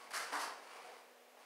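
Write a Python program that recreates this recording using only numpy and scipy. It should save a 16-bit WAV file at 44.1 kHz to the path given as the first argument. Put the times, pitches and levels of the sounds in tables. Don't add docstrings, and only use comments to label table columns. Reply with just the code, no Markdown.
import sys
import numpy as np
from scipy import signal
from scipy.fft import rfft, irfft, next_fast_len
from scipy.io import wavfile
from scipy.ndimage import map_coordinates

SR = 44100
rng = np.random.default_rng(int(sys.argv[2]) if len(sys.argv) > 2 else 0)


def generate_wav(signal):
    frames = np.transpose(np.atleast_2d(signal))
    scaled = np.clip(frames, -1, 1) * 32767
    pcm = np.round(scaled).astype(np.int16)
    wavfile.write(sys.argv[1], SR, pcm)


N = 63945
LEAD = SR // 4
T = np.arange(-LEAD, N) / SR

# frequency in Hz, time to decay by 60 dB in seconds.
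ROOM_T60 = [(150, 1), (500, 0.91), (1200, 0.54), (4000, 0.59), (9000, 0.44), (15000, 0.26)]
# frequency in Hz, level in dB.
FAN_TONES = [(247.6, -80.5), (473.7, -75), (586.8, -83.5), (737.5, -75.5)]
# frequency in Hz, relative spectral density in dB.
AIR_SPECTRUM = [(25, -26), (110, -32), (180, -13.5), (260, -7.5), (500, 8), (750, 3.5), (1100, 0.5),
                (2200, -3), (4500, -10), (9000, -14), (15500, -16)]
SOLE_SPECTRUM = [(60, -31.5), (140, -23.5), (300, -9), (450, -1), (730, 8), (1100, -10), (2000, -4.5),
                 (5000, -23), (15000, -37)]
THUD_SPECTRUM = [(50, -42), (130, -26), (200, -8), (280, -4), (450, 4), (700, 15), (1200, 6), (3000, -19.5),
                 (15000, -57)]
RUSTLE_SPECTRUM = [(60, -41), (130, -43), (190, -17.5), (400, -10.5), (1100, 2), (1700, -4.5), (2300, -4.5),
                   (3100, -8.5), (3600, -15), (4600, -10.5), (7300, -18.5), (9700, -15.5), (14000, -39)]
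CANVAS_SPECTRUM = [(60, -46), (130, -38.5), (260, -13), (550, -7), (900, -3), (1250, -1.5), (1900, -1.5),
                   (2400, -11.5), (3500, -17), (7000, -31.5), (15000, -47)]
WEAVE_SPECTRUM = [(300, -43), (1500, -10.5), (2900, -2), (3500, -7.5), (4500, 0), (5600, -2.5), (7000, -7),
                  (9800, -6), (12500, -14.5), (15500, -25)]
# start, rise, hold and release in seconds, level in dB.
SOLE_BRUSHES = [(-.03, 0.086, 0.084, 0.11, -61), (0.174, 0.045, 0.026, 0.028, -53),
                (0.424, 0.039, 0.031, 0.089, -53.5), (0.675, 0.067, 0.05, 0.028, -57.5),
                (0.822, 0.029, 0.05, 0.13, -56.5), (0.995, 0.038, 0.061, .15, -81)]
JACKET_RUSTLES = [(-.06, 0.047, 0.033, 0.19, -56), (0.1, 0.018, 0.032, 0.046, -51.5),
                  (0.258, 0.017, 0.076, 0.033, -52), (0.537, 0.062, 0.094, 0.08, -59),
                  (0.669, 0.068, 0.056, 0.17, -57), (0.796, 0.05, 0.14, 0.12, -62.5),
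                  (1.318, 0.11, 0.025, .08, -62.5)]
# start in seconds, pat level in dB, pat T60 in seconds, floor ring level in dB.
FOOTFALLS = [(0.318, -45.5, 0.19, -53.5), (0.782, -55, 0.092, -72.5), (1.368, -50.5, 0.064, -79)]
# start in seconds, level in dB.
FOLD_FLAPS = [(.176, -39), (.2035, -41), (.329, -35), (.338, -31), (.3615, -39), (.374, -39), (.4315, -38),
              (.494, -38)]
EDGE_TICKS = [(.1068, -46), (.1175, -47), (.1441, -44), (.324, -46)]
# start, rise, hold and release in seconds, canvas level in dB,
# weave hiss level in dB, flutter centre in Hz.
SLEEVE_SWINGS = [(0.122, 0.029, 0.019, 0.057, -39.5, -42, 1620),
                 (0.186, 0.0094, 0.0075, 0.12, -48, -49.5, 1570),
                 (.313, 0.016, 0.045, 0.066, -38.5, -48.5, 940),
                 (0.373, 0.042, 0.025, 0.064, -43, -46, 1010)]


def amp(db):
    return 10 ** (np.asarray(db) / 20)


def along(points, hz):
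    f, v = np.transpose(points)
    return np.interp(np.log(hz + 1), np.log(f + 1), v)


def wobble(knots_per_s):
    return map_coordinates(rng.standard_normal(4096), [(T - T[0]) * knots_per_s], mode="wrap")


def coloured(x, spectrum, flutter_hz=None):
    size, hump_db, hump_octaves = 4096, 8, 0.81
    hz = np.fft.rfftfreq(size, 1 / SR)
    db = along(spectrum, hz)
    if flutter_hz:
        db = db + hump_db * np.exp(-(np.log2((hz + 1) / flutter_hz) / hump_octaves) ** 2)
    cepstrum = irfft(np.log(amp(db)))
    cepstrum[1:size // 2] *= 2
    cepstrum[size // 2 + 1:] = 0
    response = irfft(np.exp(rfft(cepstrum)))
    return signal.fftconvolve(x, response / np.linalg.norm(response))[:len(x)]


def friction(slips_per_s, clump_db, clump_rate):
    slips = (rng.random(len(T)) < slips_per_s / SR) * rng.standard_normal(len(T))
    slips *= amp(clump_db * wobble(clump_rate))
    return slips / np.sqrt(np.mean(slips ** 2) + 1e-20)


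def stroke(start, rise, hold, release):
    speed = np.sin(np.pi / 2 * np.clip((T - start) / rise, 0, 1)) ** 2
    return speed * amp(-20 * np.maximum(T - start - rise - hold, 0) / release)


def bursts(events, t60, attack):
    envelope = np.zeros(len(T))
    for start, db in events:
        age = np.maximum(T - start, 0)
        envelope += amp(db - 60 * age / t60) * (1 - np.exp(-age / attack))
    return envelope * rng.standard_normal(len(T))


def in_room(x):
    direct_db, room_db, build_up_s = -2.5, -5.5, 0.0039
    hz, t, noise = signal.stft(rng.standard_normal(SR), SR, nperseg=256)
    decay = amp(-60 * t / along(ROOM_T60, hz)[:, None])
    tail = signal.istft(noise * decay, SR, nperseg=256)[1]
    tail *= 1 - np.exp(-np.arange(len(tail)) / SR / build_up_s)
    diffuse = signal.fftconvolve(x, tail / np.linalg.norm(tail))[:len(x)]
    return amp(direct_db) * x + amp(room_db) * diffuse


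def ventilation():
    hum = sum(amp(db) * np.sqrt(2) * np.sin(2 * np.pi * hz * T + 0.78 * wobble(7.1))
              for hz, db in FAN_TONES)
    rush = amp(-64) * coloured(rng.standard_normal(len(T)), AIR_SPECTRUM)
    return hum + rush


def feet():
    floor_hz, floor_t60 = 288.7, 0.65
    motion = sum(amp(db) * stroke(*shape) for *shape, db in SOLE_BRUSHES)
    brush = coloured(motion * friction(4000, clump_db=3, clump_rate=110), SOLE_SPECTRUM)
    pats, ring = np.zeros((2, len(T)))
    for start, pat_db, t60, ring_db in FOOTFALLS:
        pats += bursts([(start, pat_db)], t60, attack=0.0022)
        age = np.maximum(T - start, 0)
        envelope = amp(ring_db - 60 * age / floor_t60) * (1 - np.exp(-age / 0.0086))
        ring += envelope * np.sin(2 * np.pi * floor_hz * age + 0.25 * wobble(30.7))
    return in_room(brush + coloured(pats, THUD_SPECTRUM)) + ring


def jacket():
    motion = sum(amp(db) * stroke(*shape) for *shape, db in JACKET_RUSTLES)
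    slips = motion * friction(6000, clump_db=1.5, clump_rate=120)
    return in_room(coloured(slips, RUSTLE_SPECTRUM))


def folds():
    snaps = bursts(FOLD_FLAPS, t60=0.025, attack=0.00057)
    flaps = coloured(snaps, CANVAS_SPECTRUM, flutter_hz=1140)
    catches = bursts(EDGE_TICKS, t60=0.02, attack=0.00024)
    tick_hiss = coloured(catches, WEAVE_SPECTRUM)
    tick_body = amp(3.5) * coloured(catches, CANVAS_SPECTRUM, flutter_hz=1890)
    return in_room(flaps + tick_hiss + tick_body)


def sleeves():
    swishes = np.zeros(len(T))
    for *shape, canvas_db, hiss_db, flutter_hz in SLEEVE_SWINGS:
        speed = stroke(*shape)
        coarse_slips = speed * friction(5000, clump_db=2.2, clump_rate=180)
        fine_slips = speed * friction(18000, clump_db=2.0, clump_rate=250)
        canvas = amp(canvas_db) * coloured(coarse_slips, CANVAS_SPECTRUM, flutter_hz)
        hiss = amp(hiss_db) * coloured(fine_slips, WEAVE_SPECTRUM)
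        swishes += in_room(canvas + hiss)
    return swishes


def scene():
    return (sleeves() + folds() + jacket() + feet() + ventilation())[None, LEAD:]


def record(dry):
    cutoff_hz = 15750
    size = next_fast_len(N + SR // 4)
    passband = np.fft.rfftfreq(size, 1 / SR) < cutoff_hz
    return irfft(rfft(dry, size) * passband, size)[..., :N]


dry = scene()
out = record(dry)
generate_wav(out)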